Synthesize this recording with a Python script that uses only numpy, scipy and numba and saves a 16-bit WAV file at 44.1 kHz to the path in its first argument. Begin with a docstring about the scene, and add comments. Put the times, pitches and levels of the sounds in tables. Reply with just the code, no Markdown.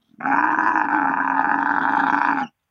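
"""Open sand, a few metres from a camel that gives one long, rough bellow.
Its larynx beats unevenly near 95 Hz and hums through the throat; each beat flaps loose tissue that
rings the open mouth, now and then with a hard slap. Wet air rasps between the beats and a thin wheeze
closes the call. The ground and nearby bodies add a short echo over a very quiet bed of open air."""
import sys
import numpy as np
from scipy import signal
from scipy.fft import rfft, irfft
from scipy.io import wavfile
from scipy.ndimage import uniform_filter1d, minimum_filter1d
from numba import njit

SR = 44100
rng = np.random.default_rng(int(sys.argv[2]) if len(sys.argv) > 2 else 0)


def bounce(signal):
    """Save signal as a 16-bit WAV file at the path given by the first command-line argument."""
    frames = np.transpose(np.atleast_2d(signal))
    limited = np.clip(frames, -1, 1)
    pcm = np.round(limited * 32767).astype(np.int16)
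    wavfile.write(sys.argv[1], SR, pcm)


N = 119070

# throat hum, the third harmonic of the larynx: time_s, pitch_hz
HUM_PITCH = [(0.2,223.2),(0.28,267.9),(0.37,283.6),(0.44,313.7),(0.64,305),(0.73,320.6),(0.82,304.1),(0.88,282.4),(0.97,302.3),(1.04,271.7),(1.31,266.8),(1.5,290.8),(1.65,275.1),(2.12,271.3),(2.21,294.1),(2.3,284.4),(2.4,266),(2.47,207.6)]
# envelope of the soft flaps, before their gain: time_s, level_db
FLUTTER_LEVEL = [(0.19,-81),(0.205,-39),(0.27,-25.5),(0.36,-17),(0.5,-22.5),(0.68,-25),(0.81,-23),(0.87,-28),(1.0,-23.5),(1.22,-25),(1.36,-24),(1.5,-25),(1.63,-25.5),(1.95,-24),(2.1,-26),(2.27,-21),(2.425,-28.5),(2.47,-53),(2.53,-90)]
# hard slaps of loose tissue: start_s, level_db
HARD_SLAPS = [(0.2292, -20.5), (0.2861, -13), (0.3239, -9), (0.353, -19.5), (0.3702, -10.5), (0.3901, -9),
              (0.4077, -10.5), (0.4251, -9), (0.4541, -12.5), (0.4733, -11), (0.5026, -10), (0.5857, -6.5),
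              (0.6063, -9), (0.6611, -7.0), (0.6717, -6), (0.6806, -9.0), (0.6905, -6.5), (0.7551, -6),
              (0.7745, -6), (0.7951, -8), (0.8143, -6), (0.8845, -10.5), (0.946, -6.5), (0.9854, -10),
              (0.9959, -10.0), (1.0169, -10.0), (1.0287, -10), (1.0714, -10), (1.0822, -10.0),
              (1.1376, -8.5), (1.1712, -10.5), (1.2752, -8.5), (1.2985, -7.5), (1.3797, -9), (1.4085, -8),
              (1.4431, -8), (1.455, -10.5), (1.4925, -9), (1.5137, -6.5), (1.5411, -6.5), (1.5869, -8.5),
              (1.6267, -8.5), (1.6585, -8), (1.6918, -8.5), (1.7098, -10), (1.7385, -11), (1.7619, -9),
              (1.7814, -5), (1.8341, -12.5), (1.8519, -7.5), (1.8753, -9.5), (1.8931, -7.5),
              (1.9046, -12.5), (1.9219, -11), (1.9339, -7), (1.949, -9), (2.066, -8.5), (2.0833, -8),
              (2.0978, -1.5), (2.1255, -11.5), (2.1326, -9), (2.1438, -5.5), (2.1765, -9), (2.1857, -10.5),
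              (2.2146, -2.5), (2.229, -8.5), (2.2481, -2.5), (2.2713, -8.5), (2.285, -7), (2.3098, -11),
              (2.3284, -10.0), (2.3722, -12.5), (2.3847, -12)]
# open-mouth resonances, two for the jaw, then the tongue's: centre_hz, width_hz, gain_db
MOUTH_FORMANTS = [(833.6,163,-8),(924.2,108,8),(1213.4,49,-2),(1419,88,-1.5),(1541,90,-0.5),(1642,42,-4)]
# mouth shape, retuning those resonances: time_s, jaw_ratio, tongue_ratio, nasal_db
MOUTH_SHAPE = [(0.2,0.74,0.86,-10),(0.36,1.036,0.97,-13),(0.65,1.063,1.064,-19.5),(0.8,1,1.043,-16),(0.9,0.99,0.93,-15),(1.05,0.96,0.96,-19),(1.22,1.057,1.01,-15),(1.4,0.95,0.97,-18.5),(1.53,0.995,1.03,-18.5),(1.76,0.98,0.96,-28),(2.03,0.97,0.95,-19),(2.28,1.037,1.003,-13.5),(2.46,0.88,0.91,-11)]
# shared envelope of boom, hum and thud: time_s, level_db
THROAT_LEVEL = [(0.16,-68),(0.205,-39),(0.26,-30),(0.35,-26),(0.45,-28.5),(0.62,-30.5),(0.76,-30),(0.88,-31.5),(0.97,-27.5),(1.09,-26.5),(1.25,-31.5),(1.45,-29.5),(1.72,-29.5),(2.03,-27.5),(2.09,-27.5),(2.43,-29),(2.49,-49),(2.53,-100.5)]
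# throat resonances at the average pitch: centre_hz, width_hz, gain_db
THROAT_FORMANTS = [(187.5,6.5,-5.5),(230,45,-4),(273,17,2.5),(398,15,-14)]
# soft knocks before the voice catches, before their gain: start_s, level_db
THROAT_KNOCKS = [(0.063,-76.5),(0.089,-59.5),(0.11,-53.5),(0.137,-47.5),(0.164,-65),(0.184,-46)]
# envelopes of the four breath bands, low to high: time_s, edge_db, rasp_db, squeeze_db, hiss_db
BREATH_LEVELS = [(0.18,-105,-76.5,-97,-86.5),(0.31,-70.5,-68,-84.5,-59),(0.4,-70,-73.5,-80,-61),(0.47,-53,-78.5,-74.5,-65.5),(0.68,-53.5,-73.5,-81.5,-56),(0.86,-63,-70,-73,-66.5),(0.95,-59,-63,-72,-64.5),(1.08,-78.5,-73.5,-82,-68.5),(1.52,-78.5,-59.5,-61,-68.5),(1.73,-62.5,-53,-67.5,-62),(1.92,-57,-46.5,-59,-68),(2.05,-54,-49.5,-58,-60),(2.24,-55.5,-47.5,-52,-55),(2.41,-54,-62,-61.5,-64.5),(2.52,-97.5,-93.5,-94,-95.5)]
# narrow throat bands that rasp: centre_hz, width_hz, gain_db
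RASP_BANDS = [(3300,230,3.5),(3645,440,1.5)]
# lip and teeth resonances that hiss: centre_hz, width_hz, gain_db
HISS_BANDS = [(4820,590,-2.5),(5490,190,5),(6160,330,1)]
# lip shape, retuning the hiss: time_s, ratio
LIP_SHAPE = [(0.3,1.0),(0.7,1.03),(1.3,.98),(1.75,1.04),(1.95,1.12),(2.2,.98),(2.45,1.1)]
# closing wheeze: time_s, pitch_hz, level_db
WHEEZE_PATH = [(2.41,3060,-67),(2.438,3060,-37),(2.455,2760,-53),(2.472,2805,-41),(2.51,2880,-85),(2.53,2660,-100)]
# tone of the open-air bed: frequency_hz, gain_db
AIR_SPECTRUM = [(25, -13), (80, 6.5), (190, -5.5), (350, -13), (850, -5.5), (1400, -8), (3200, -13),
                (4000, -26.5), (15000, -19.5)]

JITTER_BEATS, SLAP_CLEAR_S, TURBULENCE_S, PUFF_S = 0.21, 0.006, 0.003, 0.004
FLUTTER_GAIN_DB, GURGLE_GAIN_DB, TURBULENCE_GAIN_DB, SPRAY_GAIN_DB = 10, -2, -7, -25.5
BOOM_GAIN_DB, HUM_GAIN_DB, KNOCK_GAIN_DB, THUD_GAIN_DB = -4, -4.5, 6.5, -31.5
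MOUTH_LOW_HZ, MOUTH_TOP_HZ, NASAL_HZ = 713, 1769, 2470
HUM_WAVER, JAW_WAVER, TONGUE_WAVER, WHEEZE_WAVER = 0.026, 0.01, 0.025, 0.025  # fractions of frequency
ECHO_DB, ECHO_T60_S, TAIL_DB, TAIL_T60_S, AIR_BED_DB = -11.5, 0.075, -55, 0.6, -77
LIMIT_DB, LIMIT_S, TOP_HZ = -4.5, 0.018, 15600


def undb(db):
    return 10 ** (np.asarray(db) / 20)


def unit(x):
    return x / np.sqrt(np.mean(x ** 2))


def curve(table, column=1):
    """A table column as an envelope of straight ramps."""
    rows = np.array(table)
    return np.interp(np.arange(N) / SR, rows[:, 0], rows[:, column])


def drift(rate_hz):
    """Smooth random modulation with an RMS of 1."""
    hold = max(int(SR / rate_hz), 1)
    steps = np.repeat(rng.standard_normal(N)[:N // hold + 1], hold)
    return unit(uniform_filter1d(uniform_filter1d(steps, hold), hold)[:N])


def cut(x, hz, kind, order):
    return signal.sosfilt(signal.butter(order, hz, kind, fs=SR, output="sos"), x)


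@njit
def swept_bandpass(x, hz, width_hz):
    """State-variable filter, retuned every sample."""
    out, band_state, low_state = np.empty(len(x)), 0., 0.
    for i in range(len(x)):
        tuning, damping = np.tan(np.pi * hz[i] / SR), width_hz / hz[i]
        band = (band_state + tuning * (x[i] + 1e-18 - low_state)) / (1 + tuning * (tuning + damping))
        band_state = 2 * band - band_state
        low_state += 2 * tuning * band
        out[i] = damping * band
    return out


def ring(x, hz, width_hz):
    """One resonance whose centre may move."""
    return swept_bandpass(x, hz * np.ones(N), float(width_hz))


def steep_ring(x, hz, width_hz):
    """A resonance with steeper skirts."""
    return ring(ring(x, hz, width_hz), hz, 2 * width_hz)


def clicks(times, sizes):
    """One impulse at each time."""
    out = np.zeros(N)
    np.add.at(out, np.clip((np.asarray(times) * SR).astype(int), 0, N - 1), sizes)
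    return out


def decay(tau_s):
    return np.exp(-np.arange(SR // 2) / SR / tau_s)


def convolve(x, response):
    return signal.fftconvolve(x, response)[:N]


def larynx():
    """The larynx beats once every three hum cycles; gives the running cycle count and beat times."""
    hum_hz = curve(HUM_PITCH) * (1 + HUM_WAVER * drift(70))
    cycles = np.cumsum(hum_hz) / SR
    beats = np.flatnonzero(np.diff(cycles // 3)) / SR
    return cycles, beats


def tissue_flaps(beats):
    """Tissue flaps loosely on each beat and gurgles between; a hard slap replaces any flap close by."""
    flap_lag, size, gurgle_lag, gurgle_size = rng.standard_normal((400, 4))[:len(beats)].T
    period = np.gradient(beats)
    flap_s = beats + JITTER_BEATS * flap_lag * period
    gurgle_s = beats + (0.5 + JITTER_BEATS * gurgle_lag) * period
    slap_s, slap_db = np.array(HARD_SLAPS).T
    clear = lambda times: np.abs(times[:, None] - slap_s).min(axis=1) > SLAP_CLEAR_S
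    soft = clicks(flap_s, clear(flap_s) * undb(-0.5 * np.minimum(size, 1)))
    soft += clicks(gurgle_s, clear(gurgle_s) * gurgle_size * undb(GURGLE_GAIN_DB))
    # soft flaps trail turbulence and sound duller than slaps
    burst = decay(TURBULENCE_S)
    turbulence = convolve(np.abs(soft), burst / np.linalg.norm(burst)) * rng.standard_normal(N)
    soft = cut(soft + undb(TURBULENCE_GAIN_DB) * turbulence, 2290, "low", order=1)
    flutter_db = curve(FLUTTER_LEVEL) + FLUTTER_GAIN_DB + 1.2 * drift(45.35)
    return soft * undb(flutter_db) + clicks(slap_s, undb(slap_db))


def mouth(x, jaw, tongue, nasal_db, swell_db):
    """Tongue resonances answer at once, the jaw's coupled pair swells; a weak nasal one sits on top."""
    jaw_low, jaw_high = (undb(db) * ring(x, hz * jaw, width) for hz, width, db in MOUTH_FORMANTS[:2])
    upper = sum(undb(db) * ring(x, hz * tongue, width) for hz, width, db in MOUTH_FORMANTS[2:])
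    oral = cut(jaw_high - jaw_low + undb(swell_db) * upper, MOUTH_LOW_HZ, "high", order=5)
    oral = cut(oral, MOUTH_TOP_HZ, "low", order=14)
    nasal = cut(steep_ring(x, NASAL_HZ * tongue, width_hz=400), 2637, "low", order=12)
    return oral + undb(nasal_db - 0.5) * nasal


def roar(flaps):
    """The flaps ring the mouth as jaw and tongue move, scaled by the peak of a single flap."""
    jaw = curve(MOUTH_SHAPE, 1) * (1 + JAW_WAVER * drift(35))
    tongue = curve(MOUTH_SHAPE, 2) * (1 + TONGUE_WAVER * drift(35))
    one_flap = mouth(clicks([0], 0.94), jaw=0.96, tongue=1, nasal_db=-20.5, swell_db=0)
    voice = mouth(flaps, jaw, tongue, nasal_db=curve(MOUTH_SHAPE, 3), swell_db=1.8 * drift(60))
    return voice / np.abs(one_flap).max()


def throat(cycles, beats):
    """The body of the call: beats boom in the throat around a wavering hum."""
    lag, size = rng.standard_normal((400, 2))[:len(beats)].T
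    pulses = clicks(beats + 0.0015 * lag, undb(3.7 * size))
    pitch_ratio = curve(HUM_PITCH) / np.mean(curve(HUM_PITCH))
    boom = sum(undb(db) * ring(pulses, hz * pitch_ratio, width) for hz, width, db in THROAT_FORMANTS)
    boom = cut(cut(boom, 420, "low", order=4), 170, "high", order=2)
    hum = np.sin(2 * np.pi * cycles) * undb(0.5 * drift(30))
    return undb(curve(THROAT_LEVEL)) * (undb(BOOM_GAIN_DB) * unit(boom) + undb(HUM_GAIN_DB) * unit(hum))


def knocks():
    """Muffled knocks ring the throat before the voice catches."""
    def body(x):
        return cut(ring(ring(x, 220, width_hz=100), 300, width_hz=110), 230, "low", order=4)
    start_s, level_db = np.array(THROAT_KNOCKS).T
    one_knock_peak = np.abs(body(clicks([0], 0.99))).max()
    return body(clicks(start_s, undb(level_db + KNOCK_GAIN_DB))) / one_knock_peak


def thud(beats):
    """Each beat adds a faint low thud in the throat."""
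    thumps = clicks(beats, rng.standard_normal(N)[:len(beats)])
    low_end = cut(ring(thumps, 110, width_hz=69), 160, "low", order=2)
    return undb(curve(THROAT_LEVEL) + THUD_GAIN_DB) * unit(low_end)


def wet_air(flaps):
    """A puff of air follows each flap, rasps in narrow bands of the throat and hisses past the teeth."""
    puffs = np.abs(convolve(flaps, decay(PUFF_S) * (1 - decay(0.0044))))
    flow = puffs / (uniform_filter1d(puffs, SR // 8) + 1e-6) + 0.43  # levelled puffs over steady breath

    def band(hz, width_hz, flicker_db):
        breath = unit(flow * rng.standard_normal(N)) * undb(flicker_db * drift(29))
        return steep_ring(breath, hz, width_hz)

    def spatter(hz, width_hz):
        fizz = np.sqrt(flow) * rng.standard_normal(N) * undb(3 * drift(150))
        return ring(fizz, hz, width_hz)

    edge = unit(band(2400, width_hz=700, flicker_db=2))
    rasp = unit(sum(undb(db) * band(hz, width, flicker_db=4.8) for hz, width, db in RASP_BANDS))
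    squeeze = unit(band(4676, width_hz=300, flicker_db=3))
    hiss = np.zeros(N)
    for hz, width, db in HISS_BANDS:
        centre_hz = hz * curve(LIP_SHAPE) * (1 + TONGUE_WAVER * drift(14))
        hiss += undb(db) * band(centre_hz, width, flicker_db=3.5)
    spray = undb(SPRAY_GAIN_DB) * unit(spatter(11000, width_hz=4000) + spatter(8000, width_hz=1500))
    layers = edge, rasp + spray, squeeze, unit(hiss) + spray
    return sum(undb(curve(BREATH_LEVELS, column)) * layer for column, layer in enumerate(layers, 1))


def wheeze():
    """A thin, unsteady whistle with a faint octave, heard only as the mouth closes."""
    t = np.arange(N) / SR
    pitch_hz = curve(WHEEZE_PATH) * (1 + WHEEZE_WAVER * drift(400))
    phase = 2 * np.pi * np.cumsum(pitch_hz) / SR
    gate = (t > WHEEZE_PATH[0][0]) & (t < WHEEZE_PATH[-1][0])
    return gate * undb(curve(WHEEZE_PATH, 2)) * (np.sin(phase) + undb(-13.5) * np.sin(2 * phase))


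def outdoors(x):
    """Short scatter from the sand and the herd, and a faint far tail."""
    def echo(t60_s):
        response = rng.standard_normal(SR // 2) * decay(t60_s / np.log(1000))
        response[:int(0.004 * SR)] = 0  # pre-delay
        return convolve(x, response / np.linalg.norm(response))
    return x + undb(ECHO_DB) * echo(ECHO_T60_S) + undb(TAIL_DB) * echo(TAIL_T60_S)


def open_air():
    """A very quiet, bass-heavy bed of air whose level wavers."""
    hz, db = np.array(AIR_SPECTRUM).T
    bin_hz = np.arange(N // 2 + 1) * SR / N
    colour = undb(np.interp(np.log(bin_hz + 1), np.log(hz), db))
    level = undb(AIR_BED_DB + 1.3 * drift(8))
    return level * unit(irfft(rfft(rng.standard_normal(N)) * colour, N))


def scene():
    """The bellow and its echo over the air bed, in mono."""
    cycles, beats = larynx()
    flaps = tissue_flaps(beats)
    bellow = roar(flaps) + thud(beats) + throat(cycles, beats) + knocks() + wet_air(flaps) + wheeze()
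    return (outdoors(bellow) + open_air())[None]


def record(dry):
    """A limiter ducks briefly for the hardest slaps, then a steep low-pass trims the top."""
    window = int(LIMIT_S * SR)
    gain = np.minimum(undb(LIMIT_DB) / (np.abs(dry) + 1e-9), 1)
    held = minimum_filter1d(gain, 2 * window)
    smoothed = uniform_filter1d(uniform_filter1d(held, window), window)
    return signal.sosfilt(signal.ellip(8, 0.2, 70, TOP_HZ, fs=SR, output="sos"), dry * smoothed)


dry = scene()
out = record(dry)
bounce(out)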